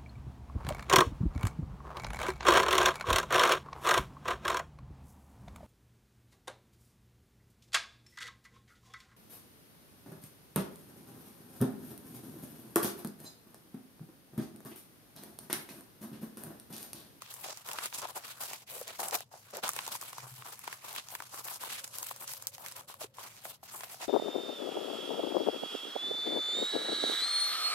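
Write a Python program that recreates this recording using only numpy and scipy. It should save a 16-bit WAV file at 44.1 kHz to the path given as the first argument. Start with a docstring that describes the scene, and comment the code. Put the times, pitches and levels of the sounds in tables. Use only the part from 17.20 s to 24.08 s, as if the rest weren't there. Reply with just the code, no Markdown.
"""Hands pressing a stiff, dried hide

Two hands press a stiff hide flat on garden paving in quick, irregular pushes. Skin and hide scrape in
countless tiny slips of hiss, and the bending sheet rings as a hollow papery knock. Creases snap with a
tick, a crack and a short ring; thin wrinkles mostly tick. The resting hands drag lightly, and a low ring
swells in four deep thuds as the weight shifts. Beneath lie a low hum, likely far traffic, and a faint tone.
"""
import sys
import numpy as np
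from scipy import signal
from scipy.fft import rfft, irfft, next_fast_len
from scipy.io import wavfile
from scipy.ndimage import uniform_filter1d

SR = 44100
rng = np.random.default_rng(int(sys.argv[2]) if len(sys.argv) > 2 else 0)


def to_wav(sig):
    """Store sig (one row per channel, or 1-D mono) as 16-bit WAV at the path in sys.argv[1].

    Samples outside -1..1 are clipped; the rate is SR.
    """
    pcm = np.clip(np.atleast_2d(sig), -1, 1) * 32767
    pcm = np.round(pcm).astype(np.int16)
    wavfile.write(sys.argv[1], SR, pcm.T)  # frames by channels


N = 303408
TIME = np.arange(N) / SR
# Levels in the tables and functions are those of the sources, before the mix at the two microphone ports.


def from_db(db):
    """Turn decibels into a gain."""
    return 10 ** (np.asarray(db) / 20)


def rms_one(x):
    """Scale a sound to an rms (average strength) of one."""
    return x / np.sqrt(np.mean(x ** 2) + 1e-20)


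def in_time(rows):
    """Join (seconds, value) rows into a curve with a value at every sample."""
    return np.interp(TIME, *np.transpose(rows))


def over_bins(points):
    """Join (Hz, value) rows into a curve over all frequencies of a long transform."""
    hz, value = np.transpose(points)
    bin_hz = np.fft.rfftfreq(next_fast_len(N), 1 / SR)
    return np.interp(np.log(bin_hz + 1), np.log(hz), value)


def shaped(x, gain):
    """Make each frequency louder or softer by its own gain."""
    size = next_fast_len(N)
    return irfft(rfft(x, size) * gain, size)[..., :N]


def band(x, low_hz, high_hz):
    """Keep mainly the frequencies between two limits."""
    limits = [low_hz, min(high_hz, .45 * SR)]
    sos = signal.butter(2, limits, "band", fs=SR, output="sos")
    return signal.sosfilt(sos, x + 1e-18)


def drift(rate_hz):
    """Wander slowly at random, with an rms of about one."""
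    step = 40   # samples between the computed points
    r = np.exp(-2 * np.pi * rate_hz * step / SR)
    noise = rng.standard_normal(N // step + 2002)
    slow = signal.lfilter([1], [1, -2 * r, r * r], noise)[2000:]   # drop the filter's start-up
    return np.interp(np.arange(N) / step, np.arange(len(slow)), rms_one(slow))


def grains(per_s, size_db):
    """Scatter clicks of random sign; size_db is the mean of their random gains in decibels."""
    born = rng.random(N) < per_s / SR
    size = from_db(size_db * rng.exponential(1, N))
    return born * size * rng.choice([-1, 1], N)


def evened(x):
    """Hold the short-term rms of a stereo pair near one."""
    power = uniform_filter1d(np.mean(x ** 2, axis=0), SR // 60)
    power = uniform_filter1d(power, SR // 100)
    return x / np.sqrt(np.abs(power) + 1e-12)


# Colour of the faint hush around the hum. Each row: frequency in Hz, level in dB per Hz.
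HUSH_COLOUR = [(48, -19.5), (105, 11), (160, 4), (220, 2), (300, -5.5), (700, -7.5), (2000, -19),
               (15000, -75)]


def traffic(drone_hz=127, waver_hz=7, throb_db=3, drone_db=-75.5, hush_db=-69.5):
    """A distant engine drone wavers in pitch and strength over the faint hush of the garden."""
    hush = rms_one(shaped(rng.standard_normal((2, N)), from_db(over_bins(HUSH_COLOUR))))
    pitch_hz = drone_hz + waver_hz * drift(19.6)
    throb = from_db(throb_db * drift(43))
    drone = rms_one(np.sin(2 * np.pi * np.cumsum(pitch_hz) / SR) * throb)
    return drone * from_db(drone_db) + hush * from_db(hush_db)


# A faint background tone. The one row: start in seconds, end in seconds, level in dB at its fullest.
FAR_TONE_SPAN = (4.24, 6.06, -70)


def far_tone(low_hz=510, high_hz=580):
    """A narrow band of noise gives a faint, hollow tone that comes and goes."""
    start, end, db = FAR_TONE_SPAN
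    swell = np.sin(np.pi * np.clip((TIME - start) / (end - start), 0, 1))
    tone = rms_one(band(rng.standard_normal(N), low_hz, high_hz))
    return from_db(db) * np.sqrt(np.abs(swell)) * tone


# Shifts of the weight. Each row: start in seconds, peak level of the swell in dB.
WEIGHT_SHIFTS = [(2.98, -57), (3.028, -52), (3.112, -51), (3.185, -54)]


def thuds(hz=127, ring_s=0.015):
    """Shifts of the weight on the hands feed one low ring, so the soft thuds merge into a rumble."""
    swell = 0
    for start, db in WEIGHT_SHIFTS:
        age = np.maximum(TIME - start, 0) / ring_s
        swell = swell + from_db(db) * age * np.exp(1 - age)   # peaks at an age of one
    return np.sin(2 * np.pi * hz * TIME) * swell


def moves(t, start, length, attack_s=0.015, release_s=0.009):
    """Power of each move, one per row: it takes up quickly, holds and lets go."""
    since, length = t - start[:, None], length[:, None]
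    attack = np.clip(since / attack_s, 0, 1)
    release = np.exp(-np.maximum(since - length, 0) / release_s)
    return (attack * release) ** 2


# Pushes of a hand. Each row: start in seconds, length in seconds, scrape level in dB,
# scrape brightness in dB per octave, flexing level in dB. Both levels come before the trims in scene().
HAND_PUSHES = [(0.095,0.14,-52,4,-65.5), (0.23,0.095,-45.5,-1,-49), (0.452,0.096,-46.5,1.5,-48),
               (0.545,0.087,-47,-2,-60), (0.615,0.051,-39.5,-1,-48.5), (0.726,0.068,-41,0.5,-52),
               (0.811,0.043,-44,-1.5,-43.5), (0.873,0.03,-46.5,3,-48.5), (0.941,0.042,-42.5,0,-47),
               (1.025,0.1,-45.5,0,-85), (1.194,0.058,-40.5,0.5,-53.5), (1.271,0.088,-45.5,0.5,-55.5),
               (1.485,0.145,-50.5,2,-57), (1.659,0.047,-47,-3.5,-56.5), (1.783,0.108,-42.5,3.5,-42.5),
               (1.919,0.04,-33.5,1,-34.5), (2.11,0.07,-60,-2,-54.5), (2.323,0.072,-49,-2,-46.5),
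               (2.425,0.07,-39,-3,-45), (2.526,0.16,-46.5,-1.5,-58), (2.706,0.052,-41,2,-51),
               (2.8,0.11,-50,2,-60.5), (2.956,0.13,-54.5,-2,-56.5), (3.241,0.056,-52,0,-51.5),
               (3.312,0.02,-44,-1,-54), (3.424,0.125,-50,-1.5,-59), (3.633,0.11,-48.5,-1,-53.5),
               (3.742,0.055,-42.5,-2,-54.5), (3.892,0.06,-46.5,3,-52.5), (4.121,0.085,-47,1,-50.5),
               (4.231,0.13,-44,2.5,-56), (4.398,0.08,-43.5,1.5,-51), (4.487,0.105,-41.5,-0.5,-65),
               (4.632,0.02,-42.5,-0.5,-66), (4.727,0.12,-46,2,-59.5), (4.851,0.068,-45.5,3,-62),
               (4.994,0.046,-42.5,3,-54), (5.065,0.11,-43.5,4,-64), (5.331,0.019,-44.5,2,-75),
               (5.386,0.14,-51,0.5,-62), (5.548,0.06,-50,0.5,-52.5), (5.671,0.045,-50,1,-55),
               (5.794,0.05,-44,-0.5,-47), (5.967,0.115,-49.5,-1,-56.5), (6.232,0.075,-46,3.5,-62.5),
               (6.509,0.1,-50,3,-59.5), (6.594,0.052,-48.5,-0.5,-56), (6.686,0.056,-48.5,3.5,-61),
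               (6.79,0.055,-45,-2,-47.5)]
# Light drags of the resting hands. Each row: start in seconds, end in seconds, scrape level in dB before the trim.
LIGHT_TOUCHES = [(0, 0.418, -55), (0.434, 1.434, -56), (1.464, 2.026, -51.5), (2.103, 2.401, -59.5),
                 (2.415, 3.329, -53), (3.322, 5.285, -55), (5.305, 5.646, -60.5), (5.674, 5.827, -60),
                 (5.935, 6.357, -56), (6.422, 6.883, -52.5)]
# a resting hand flexes the sheet less than it scrapes; left alone, the hide still settles faintly
TOUCH_FLEX_DB, SETTLE_DB = -13.5, -74


def hands():
    """Add the powers of all moves to get scrape dB, brightness and flexing dB at every sample."""
    t = TIME[::44]
    start, end, touch_db = np.transpose(LIGHT_TOUCHES)
    touch = from_db(touch_db) ** 2 @ moves(t, start, end - start) + from_db(SETTLE_DB) ** 2
    start, length, rub_db, bright, flex_db = np.transpose(HAND_PUSHES)
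    push = moves(t, start, length)
    rubs = from_db(rub_db)[:, None] ** 2 * push
    flexes = from_db(flex_db)[:, None] ** 2 * push
    rub = rubs.sum(0) + touch
    flex = flexes.sum(0) + touch * from_db(TOUCH_FLEX_DB) ** 2
    brightness = bright @ rubs / rub   # the stronger move counts for more
    controls = 10 * np.log10(rub), brightness, 10 * np.log10(flex)
    return [np.interp(TIME, t, control) for control in controls]


# Basic colour of the scrape. Each row: frequency in Hz, relative level in dB.
RUB_COLOUR = [(100, -15), (400, -8), (1000, -0.5), (3200, 0), (13000, -2.5), (16000, -12)]
PIVOT_HZ = 4960   # the scrape turns brighter or duller about this pitch


def scrape(rub_db, bright, per_s=4500, size_db=-1.7, wander_db=2.5, judder_db=2.5, count=7):
    """The hand sticks and slips on ridges; each slip is a tiny hiss, coloured by the patch it crosses."""
    power_decay = np.exp(-1 / (.0008 * SR))   # each slip loses its power within about a millisecond
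    power = signal.lfilter([1], [1, -power_decay], grains(per_s, size_db) ** 2 + 1e-18)
    hiss = rng.standard_normal((2, 2, N)) * np.sqrt(power)
    edges, out = np.r_[100, np.geomspace(1000, 20000, count)], 0
    for k, (low, high) in enumerate(zip(edges, edges[1:])):
        octaves = max(np.log2(np.sqrt(low * high) / PIVOT_HZ), -1.2)
        gain = from_db(bright * octaves + wander_db * drift(8.9))
        out = out + band(hiss[k % 2], low, high) * gain   # neighbouring bands get unrelated noise
    even = evened(shaped(out, from_db(over_bins(RUB_COLOUR))))
    return even * from_db(rub_db + judder_db * drift(47.0))


# Basic colour of the ringing sheet. Each row: frequency in Hz, relative level in dB.
FLEX_COLOUR = [(80, -17), (220, -2), (270, -13), (350, 0.5), (520, 1.5), (680, 5.5), (1050, 3.5),
               (1450, 4.5), (5000, -29)]


def sheet(flex_db, fold_hz, per_s=1000, size_db=2.0, ring_s=0.002, reach_octaves=0.29, far_share=0.27,
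          judder_db=4.0, count=20):
    """Small bucklings ring the damped modes of the sheet, most of all near the pitch of the pressed fold."""
    t, fold = np.arange(SR // 40) / SR, np.log2(fold_hz)
    buckles, out = grains(per_s, size_db), 0
    for hz in np.geomspace(200, 1800, count):
        near = far_share + np.exp(-.5 * ((np.log2(hz) - fold) / reach_octaves) ** 2)
        decay = np.exp(-t / ring_s * np.sqrt(hz / 600))   # higher modes die sooner
        mode = np.sin(2 * np.pi * hz * t) * decay * hz ** .75
        knocks = buckles * near * rng.standard_normal((2, N))
        out = out + signal.oaconvolve(knocks, mode[None], axes=1)[:, :N]
    even = evened(shaped(out, from_db(over_bins(FLEX_COLOUR))))
    return even * from_db(flex_db + judder_db * drift(24.5))


def crinkles(rub_db, flex_db, fold_hz, per_s=70, spread_db=8):
    """Lesser creases give way at random, mostly in pushes: bending sets their ring, rubbing their tick."""
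    draws = rng.random((round(per_s * N / SR), 5))
    strain = np.cumsum(from_db(0.28 * rub_db))   # grows faster while the hand rubs harder
    at = np.searchsorted(strain, draws[:, 0] * strain[-1])
    usual = np.column_stack([flex_db[at] - 3.5, rub_db[at] - 14.5, rub_db[at] - 11.5])
    usual = np.minimum(usual, -51)   # small creases hold little energy
    pitch_hz = fold_hz[at] * 2 ** ((draws[:, 1] - .5) / 2)
    levels_db = usual + spread_db * (2 * draws[:, 2:] - 1)
    return np.column_stack([TIME[at], pitch_hz, levels_db])   # rows as in CREASES


# Thin wrinkles. Each row: start in seconds, tick level in dB.
WRINKLES = [(0.14, -42.5), (0.373, -43.5), (0.746, -39), (0.787, -37), (0.818, -43), (0.872, -49),
            (1.679, -41.5), (1.8843, -34), (1.91, -38), (2.309, -53), (2.4796, -36), (2.517, -46),
            (2.534, -40), (2.665, -39), (2.813, -39.5), (2.895, -51), (3.392, -44.5), (3.729, -43),
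            (3.886, -43.5), (4.252, -42), (4.677, -44), (4.7849, -35.5), (4.8292, -35), (4.869, -42),
            (4.886, -47), (4.962, -44.5), (5.078, -39.5), (5.1354, -39.5), (5.224, -41.5), (5.484, -42),
            (5.522, -44), (6.733, -52)]


def ticks(fold_hz, body_db=-14):
    """Thin, dry wrinkles tick brightly and hardly move the sheet, so ring and crack stay weak."""
    s, db = np.transpose(WRINKLES)
    return np.column_stack([s, np.interp(s, TIME, fold_hz), db + body_db, db + body_db, db])   # as in CREASES


# Creases snapping through. Each row: start in seconds, ring pitch in Hz, ring level in dB,
# crack level in dB, tick level in dB.
CREASES = [(0.02, 1154, -44, -49.5, -44.5), (0.285, 720, -50, -47, -50.5), (0.488, 1070, -60, -42, -39),
           (0.5141, 1000, -49, -40, -43), (0.533, 795, -56, -57, -38), (0.5863, 1360, -38, -33, -48),
           (0.658, 1270, -40, -46, -33), (0.726, 960, -50, -43.5, -62), (0.8528, 940, -36.5, -45, -55),
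           (0.963, 756, -42, -52, -53), (1.235, 740, -47, -48, -39), (1.3329, 830, -45, -42, -39),
           (1.613, 510, -39.5, -67, -44), (1.802, 780, -44, -41, -39), (1.8302, 810, -36.5, -45, -46),
           (2.006, 725, -47, -49, -42), (2.139, 755, -46, -62, -62), (2.3695, 550, -43.5, -50, -38.5),
           (2.4362, 690, -36, -37, -41), (2.4457, 800, -36.5, -47, -37), (2.491, 1210, -34.5, -53, -28.5),
           (2.564, 1010, -43.5, -41, -37), (2.589, 1075, -39, -32.5, -45), (2.678, 890, -40.5, -58, -36.5),
           (2.751, 960, -40.5, -49, -57), (2.826, 1140, -44.5, -50, -49), (2.93, 1040, -44, -48.5, -49),
           (2.982, 980, -39.5, -66, -47), (3.222, 1100, -48, -48.5, -60), (3.4766, 965, -36.5, -37, -47),
           (3.5272, 1050, -54, -38.5, -44), (3.762, 900, -44, -41, -40), (3.951, 930, -43, -37, -41.5),
           (4.0027, 990, -40, -39, -47), (4.022, 1070, -46.5, -48, -47), (4.284, 1000, -57, -39.5, -55),
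           (4.4365, 970, -36, -55, -44), (4.643, 960, -56, -60, -37.5), (4.911, 1060, -38.5, -49.5, -45),
           (5.094, 925, -45, -63, -57), (5.116, 855, -60, -52, -52), (5.27, 1070, -51.5, -55, -29.5),
           (5.381, 754, -48, -54, -49), (5.462, 1090, -59, -42, -42), (5.565, 950, -66, -55, -43.5),
           (5.741, 1060, -47, -54, -51), (5.815, 664, -40.5, -56, -52), (5.842, 414, -42.5, -47.5, -47.5),
           (5.984, 1030, -43, -58, -65), (6.253, 700, -43, -43.5, -59), (6.43, 754, -47, -68, -64),
           (6.6072, 1050, -46, -45, -50), (6.634, 723, -39.5, -44.5, -48), (6.743, 753, -45.5, -58, -66)]


def snaps(rows, tick_s, tick_q, ring_s=0.0011, tail_s=0.017, tail_db=-24, crack_hz=1700, tick_hz=7960):
    """A crease flips with a sharp tick, a crack and a few cycles of its fold, then a short shiver."""
    t, out = np.arange(SR // 25) / SR, np.zeros((2, N + SR))
    start, hz, ring, crack, tick = np.transpose(rows)[..., None, None]

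    def level(x, db):
        """Set the rms that the burst has when spread over five milliseconds."""
        return x * from_db(db) / np.sqrt(np.sum(x ** 2, axis=-1, keepdims=True) / (SR // 200))

    def burst(decay_s):
        """Noise builds as the flip runs along the crease, then dies with a faint longer tail."""
        build = 1 - np.exp(-4 * t / decay_s)
        fall = np.exp(-t / decay_s) + from_db(tail_db) * np.exp(-t / tail_s)
        return rng.standard_normal((len(rows), 2, len(t))) * build * fall

    def coloured(x, centre_hz):
        """Each crease has its own resonance; tick_q sets its sharpness and its random spread in octaves."""
        own_hz = centre_hz * 2 ** (tick_q * (rng.random(start.shape) - .5))
        detune = (np.fft.rfftfreq(len(t), 1 / SR) + 1) / own_hz
        return irfft(rfft(x) / (1 + 1j * tick_q * (detune - 1 / detune)) ** 2, len(t))

    # larger folds are lower, take longer to swing up and die, and reach both ports more nearly in step
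    swell = t / ring_s * hz / 1000
    offset_s = 0.00024 * rng.standard_normal((len(rows), 2, 1))
    fold = np.sin(2 * np.pi * hz * (t + offset_s)) * swell * np.exp(-swell)
    bodies = level(band(fold + burst(2 * ring_s), 355, 1550), ring)
    cracks = level(coloured(burst(tick_s), crack_hz), crack)
    sharp_ticks = level(coloured(burst(tick_s / 2), tick_hz), tick)
    for s, snap in zip(start.ravel(), bodies + cracks + sharp_ticks):
        at = round(s * SR)
        out[:, at:at + len(t)] += snap
    return out[:, :N]


# How alike left and right are. Each row: frequency in Hz, likeness from 0 (unrelated) to 1 (the same).
PORT_LIKENESS = [(100, 0.93), (450, 0.71), (700, 0.37), (1000, 0.2), (2500, 0)]


def at_ports(pair):
    """Long waves reach both microphone ports nearly alike, short ones differ."""
    turn = np.arcsin(np.clip(over_bins(PORT_LIKENESS), 0, 1)) / 2
    return shaped(pair, np.cos(turn)) + shaped(pair[::-1], np.sin(turn))


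def scene():
    """The hide close by, the traffic far off."""
    rub_db, bright, flex_db = hands()
    fold_hz = in_time(np.array(CREASES)[:, :2])   # the hands bend the same folds that snap
    rubbing = from_db(-0.5) * scrape(rub_db, bright)     # trims in dB
    flexing = from_db(-1) * sheet(flex_db, fold_hz)
    small = snaps(crinkles(rub_db, flex_db, fold_hz), tick_s=.0008, tick_q=1.7)
    thin = snaps(ticks(fold_hz), tick_s=.0013, tick_q=.9)
    large = snaps(CREASES, tick_s=.0013, tick_q=.7)
    hide = rubbing + flexing + small + thin + large
    return at_ports(traffic() + far_tone() + thuds() + hide)


# Colour of the two microphone ports. Each row: frequency in Hz, left minus right in dB.
PORT_COLOUR = [(130, 1.5), (720, 0.8), (1000, 7.5), (1450, 0.5), (2100, -6), (3400, 0), (5500, 0),
               (7800, -7), (10000, 2), (12500, 9.5), (15000, 8)]
CUTOFF_HZ = 15800


def record(dry):
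    """Each port gets half the left-right difference, in opposite directions; the top is cut."""
    heard = shaped(dry, from_db(over_bins(PORT_COLOUR) * np.array([[.5], [-.5]])))
    top_cut = signal.ellip(10, .2, 80, CUTOFF_HZ, fs=SR, output="sos")
    return signal.sosfilt(top_cut, heard)


dry = scene()
out = record(dry)
to_wav(out)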